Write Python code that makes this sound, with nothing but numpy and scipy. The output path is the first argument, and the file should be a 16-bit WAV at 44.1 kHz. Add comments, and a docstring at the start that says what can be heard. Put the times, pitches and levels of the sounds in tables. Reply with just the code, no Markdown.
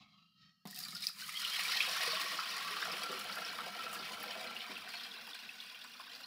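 """Milk through a strainer

Close by, milk is tipped from a metal pail through a plastic strainer into a metal can.
It slides softly in the pail and slaps the bare mesh, then the stream drives clouds of ringing bubbles
into a pool. The gurgle deepens as the strainer fills and thins as the pour eases. Air gulps past
the rim, froth hisses, and the air in the can drones below, climbing as the can fills."""
import sys
import numpy as np
from scipy import signal
from scipy.io import wavfile
from scipy.ndimage import uniform_filter1d

SR = 44100
rng = np.random.default_rng(int(sys.argv[2]) if len(sys.argv) > 2 else 0)


def wav_record(signal):
    """Record a signal, one row per channel, as 16-bit PCM in the file named by sys.argv[1]."""
    frames = np.transpose(np.atleast_2d(signal))
    bounded = np.clip(frames, -1, 1)
    # unit amplitude maps onto the largest positive 16-bit level
    quanta = np.round(bounded * 32767).astype(np.int16)
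    wavfile.write(sys.argv[1], SR, quanta)


N = 276066
T = np.arange(N) / SR
STEADY_DB = -48  # force of a steady pour

# force of the stream: it sputters, breaks off, pours fully and eases (time [s], level [dB])
POUR_FORCE = [(.68, -54.5), (.74, -55.5), (.808, -46), (.845, -49.5), (.89, -48.5), (.918, -50), (.97, -47),
              (1.0, -53.5), (1.045, -40.5), (1.06, -54), (1.09, -48.5), (1.11, -59), (1.15, -56),
              (1.19, -46), (1.33, -47), (1.42, -42), (1.52, -41.5), (1.6, -38.5), (1.8, -38.5),
              (2.08, -37.5), (2.42, -43), (2.8, -42.5), (3.72, -47.5), (3.95, -46), (4.4, -47.5),
              (4.83, -51.5), (4.93, -49), (4.99, -50), (5.08, -52), (5.3, -53), (6.05, -56.5), (6.16, -54),
              (6.26, -56.5)]
# the pool in the strainer (time [s], depth [0 bare mesh to 1 full])
POOL_DEPTH = [(.7, 0), (1.15, 0.07), (1.45, 0.37), (2.05, 0.7), (2.55, 0.72), (2.95, 0.89), (4.4, 0.94),
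              (5.1, 0.8), (5.75, 0.68), (6.26, 0.75)]
# tone of each bubble size, largest first, then of the froth (frequency [Hz], level [dB])
GURGLE_EQ = [(200, -17.5), (270, -1.5), (400, -5), (650, 1), (800, 4.5), (950, 3), (1150, -2)]
BURBLE_EQ = [(750, -49.5), (950, -1), (1100, 3), (1400, 3), (1700, 1.5), (2100, -34)]
SPLASH_EQ = [(1350, -14.5), (1750, 6), (2300, 2), (3000, 5), (3550, 5.5), (4300, -0.5)]
PATTER_EQ = [(2900, -26), (3650, 3), (4250, -4), (4800, 1.5), (5450, 1.5), (5900, -3), (7000, -19)]
FIZZ_EQ = [(5200, -19), (6400, 2), (7300, 0.5), (9000, 1.5), (10900, 3), (12700, -3), (14200, 0),
           (15400, 2)]
FROTH_EQ = [(9000, -18), (12700, -3), (14000, -7), (15400, 5), (16000, -15)]
# bubble clouds, gurgle to patter
# (rate [1/s], nominal decay [cycles], surge depth [dB], level spread [dB], wash [dB])
CLOUDS = [(800, 6.2, 2.5, 3.5, 0), (527.5, 3.45, 2.5, 1, 8), (979, 11.4, 2, 0, 3), (1487, 13.8, 2, 6, 7)]
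# a deeper pool traps larger bubbles: the mix, gurgle to fizz (bare mesh [dB], half full [dB], full [dB])
SIZE_MIX = [(-25.5, -17.5, -3.5), (-14.5, -7, -2.5), (-7.5, -1, -1), (-4, 0.97, -3.5), (-3, -8.5, -11.5)]
# air modes above the pool; the lower gives way to the upper (time [s], pitch [Hz], level [dB])
LOW_POOL_MODE = [(1.3, 1184, -5.5), (1.75, 1106, -9), (2.1, 1110, -1), (2.3, 1110, 2), (2.5, 1085, 4),
                 (2.75, 1175, 1.5), (3.1, 1186, -1.5), (3.35, 1190, -16)]
HIGH_POOL_MODE = [(1.3, 1254, 0), (1.8, 1340, -14), (2.8, 1365, -4.5), (3.15, 1340, -2), (3.5, 1340, -3.5),
                  (3.85, 1340, 0), (4.5, 1348, -3), (4.75, 1370, -24), (5.4, 1440, -4.5)]
# their overtones (pitch [multiple of the mode], width [Hz], level [dB])
POOL_OVERTONES = [(1.131, 62, -1.5), (1.705, 70.5, -2), (1.885, 65, -6.5), (2.25, 88, -9)]
# air modes of the can, of a gulp in it, and above the bare mesh (pitch [Hz], width [Hz], level [dB])
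CAN_MODES = [(470, 32, 9), (637, 34, -1), (710, 58, -2), (1694, 49, 0.5), (1881, 13, -4.5), (2875, 63, -1),
             (3020, 48, -9), (3330, 37, -3), (4230, 270, -0.5)]
GULP_MODES = [(219, 53, 8), (298, 23, -10.5), (386, 25, 2), (509, 43, 5), (648, 43, 5), (720, 100, -1),
              (980, 210, -2.5)]
BARE_MESH_MODES = [(737, 68, 6), (1274, 130, -14), (1790, 78, 5), (2550, 33, -11), (2900, 47, -10),
                   (3880, 170, 5.5), (4250, 150, 2), (4720, 330, 7), (5130, 330, 6.5)]
# the largest bubbles, and knocks near 1300 Hz that ring the air above the pool (time [s], level [dB], pitch
# [Hz], decay [s], spray against the ring [dB])
PLOPS = [(0.821, -50, 1290, 0.0027, -4), (.86, -43, 1240, .003, 0.5), (0.885, -38, 3970, 0.0027, -8),
         (0.966, -41, 4100, 0.0012, 3), (1.024, -42, 4770, .002, 0), (1.038, -46, 2130, .003, -8),
         (1.038, -39.5, 4600, 0.0022, 3.5), (1.069, -19, 4830, 0.00085, -22),
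         (1.095, -43, 1280, .003, -8), (1.289, -38.5, 1245, 0.0088, -9),
         (1.293, -36, 2080, 0.0046, -9), (1.449, -30, 2920, 0.0047, 0), (1.594, -31, 2120, 0.0036, 5),
         (1.651, -29.5, 2320, 0.0052, -15), (1.6924, -32.5, 1335, 0.0045, -21),
         (1.737, -31, 1820, 0.006, -12), (1.765, -30.5, 4150, .0026, -0.5),
         (1.804, -27, 2550, 0.0028, 6.5), (2.0728, -31, 1350, 0.0036, 2),
         (2.075, -28.5, 460, 0.014, -16), (2.131, -33.5, 629, 0.018, -24),
         (2.335, -39, 1130, .006, -12), (2.39, -20.5, 1268, 0.0057, -7),
         (2.706, -38.5, 414, 0.037, -19), (2.8255, -30.5, 1160, 0.0043, -15),
         (2.827, -24.5, 1580, 0.0022, -5), (2.855, -28.5, 1280, 0.0028, -1),
         (2.9162, -34, 5060, 0.0018, -13), (3.0613, -33, 1346, 0.004, -12),
         (3.128, -27, 1290, 0.0034, -10), (3.297, -32, 1330, 0.0053, -6),
         (3.325, -31.5, 4500, 0.0011, -7), (3.372, -32.5, 1300, 0.0024, -3),
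         (3.449, -35, 5300, .002, -7), (3.586, -33.5, 1256, 0.003, 7.5),
         (3.793, -36, 1322, 0.0085, -18), (3.839, -36, 1300, 0.0037, -13),
         (3.866, -32, 1327, 0.012, -18), (3.932, -33, 1254, 0.0081, -16),
         (4.111, -39, 1000, 0.016, -12), (4.444, -39, 2380, 0.0046, -19),
         (4.495, -40, 1340, 0.025, -15), (4.565, -31, 2750, 0.0022, -9),
         (4.605, -41.5, 3000, 0.0042, 6), (4.618, -41, 2330, .004, 2),
         (4.708, -38.5, 970, 0.0067, -13), (4.754, -41.5, 2920, 0.0057, 5),
         (4.768, -35, 2650, 0.0045, -10), (4.875, -37, 1520, 0.0029, -1),
         (4.953, -39.5, 4300, 0.0053, -7), (4.968, -39, 4260, .003, -7),
         (4.998, -38.5, 3400, 0.0025, 1), (5.116, -41, 3320, .004, -10),
         (5.176, -42, 3900, .004, -15), (5.275, -42.5, 936, 0.0048, -5),
         (5.333, -38, 3500, 0.0023, -15), (5.4484, -47, 2820, .002, 0),
         (5.491, -37.5, 2580, 0.0058, -13), (5.602, -35.5, 3460, 0.003, -4.5),
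         (5.623, -42, 2780, 0.0035, -12), (5.746, -42, 3000, .003, -10),
         (5.8152, -42.5, 3430, 0.0035, 0.5), (5.844, -45, 1110, 0.0035, 4),
         (5.996, -39.5, 1030, 0.0072, 4), (6.0795, -44, 1550, 0.0054, -17),
         (6.0979, -45, 3100, 0.0039, -16), (6.15, -40, 4680, 0.0048, -6),
         (6.241, -38, 4160, 0.0026, -19)]
# bubble chains as the pool closes over the mesh (start [s], end [s], pitch [Hz], level [dB])
BUBBLE_CHAINS = [(1.353, 1.38, 3150, -36), (1.402, 1.45, 3150, -40), (1.51, 1.567, 3170, -36.5),
                 (1.75, 1.835, 3190, -38)]
# air gulps past the strainer rim (time [s], level [dB], decay [s], pitch [Hz])
AIR_GULPS = [(1.581, -53.5, 0.0085, 840), (1.751, -53.5, 0.017, 750), (1.872, -53, 0.034, 680),
             (1.999, -51, 0.012, 680), (2.235, -55.5, 0.014, 490), (2.855, -59.5, 0.061, 660),
             (2.92, -59, .03, 630), (3.011, -55, .015, 816), (3.093, -51.5, .045, 394),
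             (3.251, -58, .025, 634), (3.366, -52.5, 0.028, 666), (3.458, -60, 0.01, 495),
             (3.66, -51, 0.017, 630), (3.835, -56, 0.018, 486), (3.922, -55, 0.0096, 716),
             (3.991, -56.5, 0.017, 376), (4.286, -53.5, 0.028, 730), (4.348, -52, 0.038, 620),
             (4.436, -56, 0.027, 520), (4.692, -55.5, 0.024, 300)]
# first milk on the bare mesh (time [s], thump [dB], tick [dB])
MESH_SLAPS = [(0.654, -41, -60), (.673, -47, -48), (0.71, -58, -44), (0.7456, -60, -45), (0.7608, -70, -43),
              (0.7742, -70, -45), (0.7895, -66, -39.5), (0.804, -66, -43), (0.814, -60, -47),
              (0.827, -73, -46), (0.884, -55, -46), (0.9335, -54, -56), (0.9652, -56, -55),
              (1.0064, -59, -46), (1.069, -70, -37)]
# modes of the strainer on the can (pitch [Hz], level [dB], t60 [s])
STRAINER_MODES = [(193.5, -3, 0.2), (228, -5.5, 0.093), (387, -7.5, 0.02), (700, -9.5, 0.033),
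                  (1090, -31, 0.018)]
# bursting clumps of froth (time [s], level [dB], decay [s], low cut [Hz])
FROTH_POPS = [(3.1924, -37, .008, 5540), (3.355, -38, .003, 7500), (3.928, -37, 0.017, 6000),
              (4.229, -37, 0.0065, 10800)]
# the emptying pail leans over the strainer (time [s], share of the splash in it [0-1], tilt [0-1])
PAIL_LEAN = [(4.1, 0.6, 0.16), (4.6, 1, 0.17), (4.95, 1, 0.53), (5.4, 1, 0.9), (6.26, 1, 1)]
# its air modes (pitch at tilt 0 [Hz], pitch at tilt 1 [Hz], width [Hz], level [dB])
PAIL_AIR_MODES = [(730, 820, 240, -5.5), (1026, 990, 84, -2), (1384, 1530, 88, -3.5), (1590, 1500, 49, 1),
                  (2300, 2520, 280, -1.5), (2540, 2766, 78, -1.5), (3000, 3400, 135, -3),
                  (3720, 3600, 110, -7), (4190, 4100, 170, -4.5), (4660, 4700, 120, -0.5)]
# milk slides in the tilting pail (middle [s], half length [s], level [dB])
PAIL_SLIDES = [(0, 0.041, -62), (0.164, 0.1, -68.5), (0.443, 0.054, -66)]
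# modes of the pail (pitch [Hz], width [Hz], level [dB], swell peak [s], half length [s], glide [Hz/s])
PAIL_MODES = [(734, 140, -8, 0.05, 0.17, 0), (1113, 87, 2.5, 0.081, 0.21, 207),
              (1278, 61, 6.5, 0.26, 0.28, 64), (1650, 110, -9, .46, 0.065, 0),
              (1880, 90, -0.5, 0.5, 0.1, -5), (2250, 280, -2, 0.055, 0.13, -900),
              (2270, 70, -5, .46, .06, 0), (2610, 190, -5, 0.058, 0.23, -200), (2560, 78, -7, .46, .06, 0),
              (2820, 90, 10, 0.3, 0.1, 0), (3180, 140, 3.5, 0.32, 0.23, -300),
              (3380, 260, -4.5, 0.067, 0.3, 2), (3840, 350, -2, .44, 0.09, -900),
              (4000, 360, -1, 0.25, 0.3, 500), (4390, 130, 3, .5, 0.17, 0),
              (4700, 210, 0.5, 0.25, 0.19, -150), (5240, 200, -1.5, 0.5, 0.14, 2)]
# the drone's trim by pool depth (bare mesh [dB], half full [dB], full [dB])
DRONE_TRIM = (-44.5, -52.5, -41)
# tone of handling and churning (frequency [Hz], level [dB])
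RUMBLE_EQ = [(25, -19), (55, -16), (90, -2.5), (140, -2.5), (200, 13.5), (270, 2.5), (330, 0)]


def stream(wander_db=1.0, gurgle_wander_db=-1.0):
    """Five sizes of bubble ride the surges of the stream, under a hissing head of froth."""
    force_db, = curve(POUR_FORCE)
    depth, = curve(POOL_DEPTH)
    *levels_db, fizz_db = [force_db + by_depth(*mix) + wander_db * wander(3, 12) for mix in SIZE_MIX]
    levels_db[0] += gurgle_wander_db * wander(4, 14)
    # a thin stream is more uneven, most of all on the bare mesh
    uneven = 0.95 * np.exp(0.018 * (STEADY_DB - force_db)) + 0.2 * np.exp(-depth / 0.061)
    folds = surges(per_s=60, decay=0.0083)
    flutter = (folds - uniform_filter1d(folds, size=4000)) * uneven  # only the fast movement
    tones = [GURGLE_EQ, BURBLE_EQ, SPLASH_EQ, PATTER_EQ]
    clouds = [bubble_cloud(tone, flutter, uneven, *row) for tone, row in zip(tones, CLOUDS)]
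    air_hz, air_db = np.stack([curve(LOW_POOL_MODE), curve(HIGH_POOL_MODE)], axis=1)
    clouds[1] += sum(gain(db) * pool_hollow(hz) for hz, db in zip(air_hz, air_db))
    milk = sum(gain(db) * unit_rms(can_ring(cloud)) for cloud, db in zip(clouds, levels_db))
    leads = gain(air_db) / np.linalg.norm(gain(air_db), axis=0)  # the stronger mode lends its overtones
    overtones = sum(lead * gain(db) * resonate(milk, hz * multiple, width)
                    for hz, lead in zip(air_hz, leads) for multiple, width, db in POOL_OVERTONES)
    spits = bubble_cloud(FIZZ_EQ, flutter, uneven,
                         per_s=380, cycles=20, surge_db=4, spread_db=-0.5, wash_db=-10)
    ticks = spray(2.4 * flutter)
    fizz = gain(fizz_db) * unit_rms(ticks + gain(-4.5) * spits)
    hiss = unit_rms(eq(noise(N) * gain(flutter), FROTH_EQ))
    froth = gain(0.32 * fizz_db - 49.5) * hiss  # follows the stream only in part
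    return landed() * (gain(-4) * (milk + overtones) + fizz + froth)


def bubble_cloud(tone, flutter, uneven, per_s, cycles, surge_db, spread_db, wash_db):
    """Bubbles of many pitches and sizes, over the wash of those too small to tell apart."""
    out, chance = np.zeros(N), rng.random((10000, 4))
    low_hz, high_hz = tone[1][0], tone[-2][0]
    for place, pitch, size, damping in chance[:int(per_s * T[-1])]:
        hz, at = low_hz + (high_hz - low_hz) * pitch, int(place * N)
        db = spread_db * min(-np.log(size), 3.2) + surge_db * flutter[at]
        # bubbles ring longer and stand clearer of the wash where the stream is thin
        decay = uneven[at] * cycles / hz * 2 ** (2 * damping - 1)
        add(out, T[at], gain(db) * bubble(hz, decay))
    wash = unit_rms(noise(N) * gain(surge_db * flutter) / np.sqrt(uneven))
    return unit_rms(eq(unit_rms(out) + gain(wash_db) * wash, tone))


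def bubble(hz, decay, rise=0.013):
    """A trapped bubble swells within a cycle, rings down and chirps slightly upward."""
    t = np.arange(int(6 * decay * SR) + 16) / SR
    ring = np.sin(2 * np.pi * hz * t * (1 + rise * t / decay / 2)) * np.exp(-t / decay)
    return ring * (1 - np.exp(-t * hz))


def surges(per_s, decay):
    """Folds of the stream collapse one after another: sudden rises that die away."""
    gaps, sizes = rng.random((2, 2000))
    at = (np.cumsum(.15 + 1.7 * gaps) / per_s * SR).astype(int)
    kicks = np.bincount(at[at < N], .5 + sizes[at < N], N)
    swell = signal.lfilter([1], [1, -np.exp(-1 / (decay * SR))], kicks)
    return unit_rms(swell - swell.mean())


def pool_hollow(hz, width=90, churn_db=-6):
    """Bursting bubbles knock on the air above the pool, which rings at one of its modes."""
    onsets = np.diff(surges(per_s=42, decay=.002), prepend=0)
    knocks = unit_rms(np.maximum(onsets, 0))
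    return unit_rms(band(knocks + gain(churn_db) * noise(N), hz, width))


def spray(surge_db, per_s=350, spread_db=-1.0, wash_db=6.0, decay_s=0.0025):
    """Droplets and bursting froth: tiny bright ticks in a wash of hiss."""
    sizes = gain(spread_db * np.minimum(rng.exponential(1, N), 4.5)) * rng.choice([-1, 1], N)
    ticks = sizes * (rng.random(N) < per_s / SR)
    energy = signal.lfilter([1], [1, -np.exp(-1 / (decay_s * SR))], ticks ** 2)
    envelope = (unit_rms(np.sqrt(energy)) + gain(wash_db)) * gain(surge_db)
    return unit_rms(eq(envelope * noise(N), FIZZ_EQ))


def stray_bubbles(per_s=16, low_hz=1200, high_hz=5000, cycles=13, lift_db=4.5):
    """Mid-sized bubbles poke out of the stream at random, the more so where it is thin."""
    force_db, = curve(POUR_FORCE)
    out, chance = np.zeros(N), rng.random((400, 3))
    for place, pitch, _ in chance[:int(per_s * T[-1])]:
        hz, at = low_hz * (high_hz / low_hz) ** pitch, int(place * N)
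        db = lift_db + STEADY_DB + 0.7 * (force_db[at] - STEADY_DB)
        add(out, T[at], gain(db) * bubble(hz, cycles / hz))
    return landed() * gain(by_depth(bare_db=2, half_db=-2.5, full_db=0)) * can_ring(out)


def plops(echo_s=.0035, echo_db=-9, spray_s=0.022, spray_width=0.45, crest_db=7):
    """A large bubble, or a knock on the air above the pool, rings, echoes off the strainer wall and trails a
    spray around its pitch."""
    out, t = np.zeros(N), np.arange(SR // 10) / SR
    for s, db, hz, decay, spray_db in PLOPS:
        ring = bubble(hz, decay)
        ring = gain(db) * ring / abs(ring).max()
        trail = unit_rms(band(noise(len(t)), hz, spray_width * hz)) * np.exp(-t / spray_s)
        add(out, s, ring)
        add(out, s + echo_s, gain(echo_db) * ring)
        add(out, s, gain(db + spray_db - crest_db) * trail)
    return eq(out, [(300, -11.5), (5400, 0.5), (6600, -5.5), (15000, 11)])


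def glugs(attack_s=0.0069, breadth=0.66):
    """Each gulp of air is a short, rounded churn that rings the can's modes nearest its pitch."""
    out, t = np.zeros(N), np.arange(SR // 4) / SR
    for s, db, decay, hz in AIR_GULPS:
        envelope = np.minimum(t / attack_s, 1) * np.exp(-t / decay)
        churn = band(noise(len(t)), hz, breadth * hz) * envelope
        gulp = ring_modes(churn, GULP_MODES)
        power = np.sum(gulp ** 2) / (2 * decay * SR)
        add(out, s, gain(db) * gulp / np.sqrt(power))
    return out


def bubble_chains(per_s=125, detune=0.028, decay_s=0.0052, spread_db=2.5):
    """Bubbles of nearly one size follow each other closely, in a rough singing note."""
    out = np.zeros(N)
    for start, end, hz, db in BUBBLE_CHAINS:
        for k, (late, pitch, size) in enumerate(rng.uniform(-1, 1, (20, 3))):
            s = start + (k + late / 2) / per_s
            if s < end:
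                add(out, s, gain(db + spread_db * size) * bubble(hz * (1 + detune * pitch), decay_s))
    return out


def mesh_slaps(tick_s=0.0012, splat_s=0.018, splat_db=-10.5, spatter_s=0.015, spatter_db=-12):
    """Milk thumps the dry strainer with a dull splat and ticks on its mesh, trailing fine spatter."""
    out, t = np.zeros(N), np.arange(SR // 4) / SR
    tick_eq = [(300, -38), (5000, 16), (6500, 7.5), (15000, 10)]
    splat_eq = [(200, -11), (1100, -1), (1700, -11), (4000, -7.5), (7000, -26), (15000, -17)]
    ring = sum(gain(db - 60 * t / t60) * np.sin(2 * np.pi * hz * t) for hz, db, t60 in STRAINER_MODES)
    tick_envelope = np.exp(-t / tick_s) + gain(spatter_db) * np.exp(-t / spatter_s)
    for s, thump_db, tick_db in MESH_SLAPS:
        tick = shaped_noise(len(t), tick_eq) * tick_envelope
        splat = shaped_noise(len(t), splat_eq) * np.exp(-t / splat_s)
        thump = eq(ring + gain(splat_db) * splat, [(160, 0), (15000, 0)])
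        add(out, s, gain(thump_db) * thump + gain(tick_db + 2) * tick)
    return out


def froth_pops(crest_db=7):
    """A clump of froth bursts in a quick, bright crackle."""
    out, t = np.zeros(N), np.arange(SR // 10) / SR
    for s, db, decay, low_hz in FROTH_POPS:
        grit = noise(len(t)) * rng.exponential(1, len(t))
        crackle = unit_rms(eq(grit, [(low_hz, 0), (15400, 0)]))
        add(out, s, gain(db - crest_db) * crackle * np.exp(-t / decay))
    return out


def can_ring(x):
    """The direct sound plus the ringing air of the can."""
    click = signal.unit_impulse(4096)
    return signal.oaconvolve(x, click + ring_modes(click, CAN_MODES))[:len(x)]


def air_spaces(x, covered_depth=0.12):
    """The splash rings above the mesh until the pool covers it, and in the emptying pail at the end."""
    depth, = curve(POOL_DEPTH)
    share, tilt = curve(PAIL_LEAN)
    x = cavity(x, BARE_MESH_MODES, 1 - depth / covered_depth, direct_db=-10)
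    modes = [(start + (end - start) * tilt, width, db) for start, end, width, db in PAIL_AIR_MODES]
    return cavity(x, modes, share, direct_db=-3)


def cavity(x, modes, share, direct_db):
    """A share of the sound passes through an air space, which favours its modes and dulls the rest."""
    share = np.clip(share, 0, 1)
    return (1 - share) * x + share * (gain(direct_db) * x + ring_modes(x, modes))


def pail_slide(rest_db=-13, hiss_db=-30, waver=.008, flicker_db=1.5, fade_s=.04):
    """Milk slides along the pail wall before it spills; the modes swell, waver and glide as it tilts."""
    out, t = np.zeros(N), T[T < .7]
    slide = noise(len(t)) * gain(1.4 * surges(per_s=45, decay=0.012)[:len(t)])
    hiss_eq = [(500, 0), (2500, -2), (5200, 9), (7000, 1), (9000, -20), (15000, -29)]
    ringing = gain(hiss_db) * eq(slide, hiss_eq)
    for hz, width, db, s, half, glide in PAIL_MODES:
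        drift = uniform_filter1d(uniform_filter1d(noise((2, len(t))), size=1500), size=1500)
        bend, flicker = map(unit_rms, drift)
        swell = (gain(rest_db) + np.exp(-((t - s) / half) ** 2)) * gain(flicker_db * flicker)
        pitch = hz * (1 + waver * bend) + glide * (t - s)
        ringing += gain(db) * swell * band(slide, pitch, width)
    add(out, 0, levelled(ringing, 3000) * np.minimum((t[-1] - t) / fade_s, 1))
    return slide_envelope() * out


def slide_envelope(rest_db=-78.5):
    """Each slide of milk in the pail swells and fades."""
    swells = sum(gain(db) ** 2 * np.exp(-((T - s) / half) ** 2) for s, half, db in PAIL_SLIDES)
    return np.sqrt(swells + gain(rest_db) ** 2)


def can_drone(empty_hz=176.3, filled=0.55, width=62, follow=0.42, wander_db=2.0):
    """The can's air booms at its neck and climbs as it fills, over a rumble of handling and churning."""
    force_db, = curve(POUR_FORCE)
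    depth, = curve(POOL_DEPTH)
    pouring = landed()
    hz = empty_hz / np.sqrt(1 - filled * np.cumsum(depth) / depth.sum())
    pour_level = gain(follow * force_db + by_depth(*DRONE_TRIM) + wander_db * wander(2.2, 5.8))
    level = pouring * pour_level + (1 - pouring) * gain(-4) * slide_envelope()
    boom = unit_rms(band(noise(N), hz, width))
    churn_db, handling_db = -4.5 + follow * (force_db - STEADY_DB), -2
    rumble = gain(pouring * churn_db + (1 - pouring) * handling_db) * shaped_noise(N, RUMBLE_EQ)
    low_end = eq(boom + rumble, [(20, 8), (230, -2), (330, -11.5)])
    return level * levelled(low_end, 5000)


def room_reverb(x, t60=0.31, per_s=3000, predelay_s=.004):
    """A small hard room: sparse reflections that die quickly."""
    t = np.arange(SR // 2) / SR
    taps = noise(len(t)) * (rng.random(len(t)) < per_s / SR) * (t > predelay_s)
    tail = eq(taps * gain(-60 * t / t60), [(100, 2.2), (5000, 4.6), (15000, 2.6)])
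    return signal.oaconvolve(x, tail / np.linalg.norm(tail))[:N]


def room_tone():
    """Still air: a faint bed of rumble and hiss."""
    return gain(-92.5) * shaped_noise(N, [(25, -1), (100, 23), (400, -10), (3000, -9), (15000, 6)])


def landed():
    """A gate that opens as the first milk reaches the mesh."""
    return np.clip((T - .671) / .004, 0, 1)


def by_depth(bare_db, half_db, full_db):
    """A level that rides the depth of the pool."""
    depth, = curve(POOL_DEPTH)
    return np.polyval(np.polyfit([0, .5, 1], [bare_db, half_db, full_db], 2), depth)


def wander(low_hz, high_hz, count=16):
    """Slow random modulation, rms 1."""
    rates, phases = np.geomspace(low_hz, high_hz, count), rng.random(count)
    t = T[::256]
    waves = np.sin(2 * np.pi * (np.outer(t, rates) + phases))
    return unit_rms(np.interp(T, t, waves.sum(1)))


def resonate(x, hz, width):
    """A resonance of gain 1 at a fixed or moving pitch."""
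    turn = np.exp(2j * np.pi * np.cumsum(hz * np.ones(len(x))) / SR)
    pole = np.exp(-np.pi * width / SR)
    return 2 * (turn * signal.lfilter([1 - pole], [1, -pole], x / turn + 1e-18)).real


def band(x, hz, width):
    """Two resonances in series, for steeper skirts."""
    return resonate(resonate(x, hz, width), hz, width)


def ring_modes(x, modes):
    """A bank of resonances in parallel."""
    return sum(gain(db) * resonate(x, hz, width) for hz, width, db in modes)


def eq(x, points, size=4096):
    """Minimum-phase EQ through (frequency [Hz], level [dB]), falling 36 dB an octave past both ends."""
    hz, db = np.transpose(points)
    octave, knots = np.log2(abs(np.fft.fftfreq(size, 1 / SR)) + 1), np.log2(hz)
    outside = abs(octave - np.clip(octave, knots[0], knots[-1]))
    log_gain = np.log(gain(np.maximum(np.interp(octave, knots, db) - 36 * outside, -90)))
    taps = np.fft.ifft(np.exp(np.conj(signal.hilbert(log_gain)))).real
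    return signal.oaconvolve(x, taps)[:len(x)]


def noise(shape):
    """White noise."""
    return rng.standard_normal(shape)


def shaped_noise(samples, tone):
    """Noise through an EQ, rms 1."""
    return unit_rms(eq(noise(samples), tone))


def gain(db):
    """Decibels to amplitude."""
    return 10 ** (np.asarray(db) / 20)


def unit_rms(x):
    """Scales to rms 1."""
    return x / np.sqrt(np.mean(x ** 2) + 1e-20)


def levelled(x, samples):
    """Holds the running rms near 1."""
    return x / np.sqrt(uniform_filter1d(x ** 2, size=samples))


def curve(rows):
    """One automation curve for each value column of a timed table."""
    s, *columns = np.transpose(rows)
    return [np.interp(T, s, column) for column in columns]


def add(mix, s, sound):
    """Mixes a sound in at time s."""
    part = mix[max(round(s * SR), 0):][:len(sound)]
    part += sound[:len(part)]


def scene():
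    """The pour in its room, over still air, in mono."""
    milk = air_spaces(stream() + stray_bubbles())
    milk += plops() + glugs() + bubble_chains() + froth_pops() + mesh_slaps()
    air = room_tone()
    return (milk + gain(-13) * room_reverb(milk) + can_drone() + pail_slide() + air)[None]


def record(dry, cutoff_hz=15700):
    """A steep low-pass trims the very top of the mix."""
    lowpass = signal.firwin(511, cutoff_hz, window=("kaiser", 9), fs=SR)
    return signal.oaconvolve(dry, lowpass[None], "same")


dry = scene()
out = record(dry)
wav_record(out)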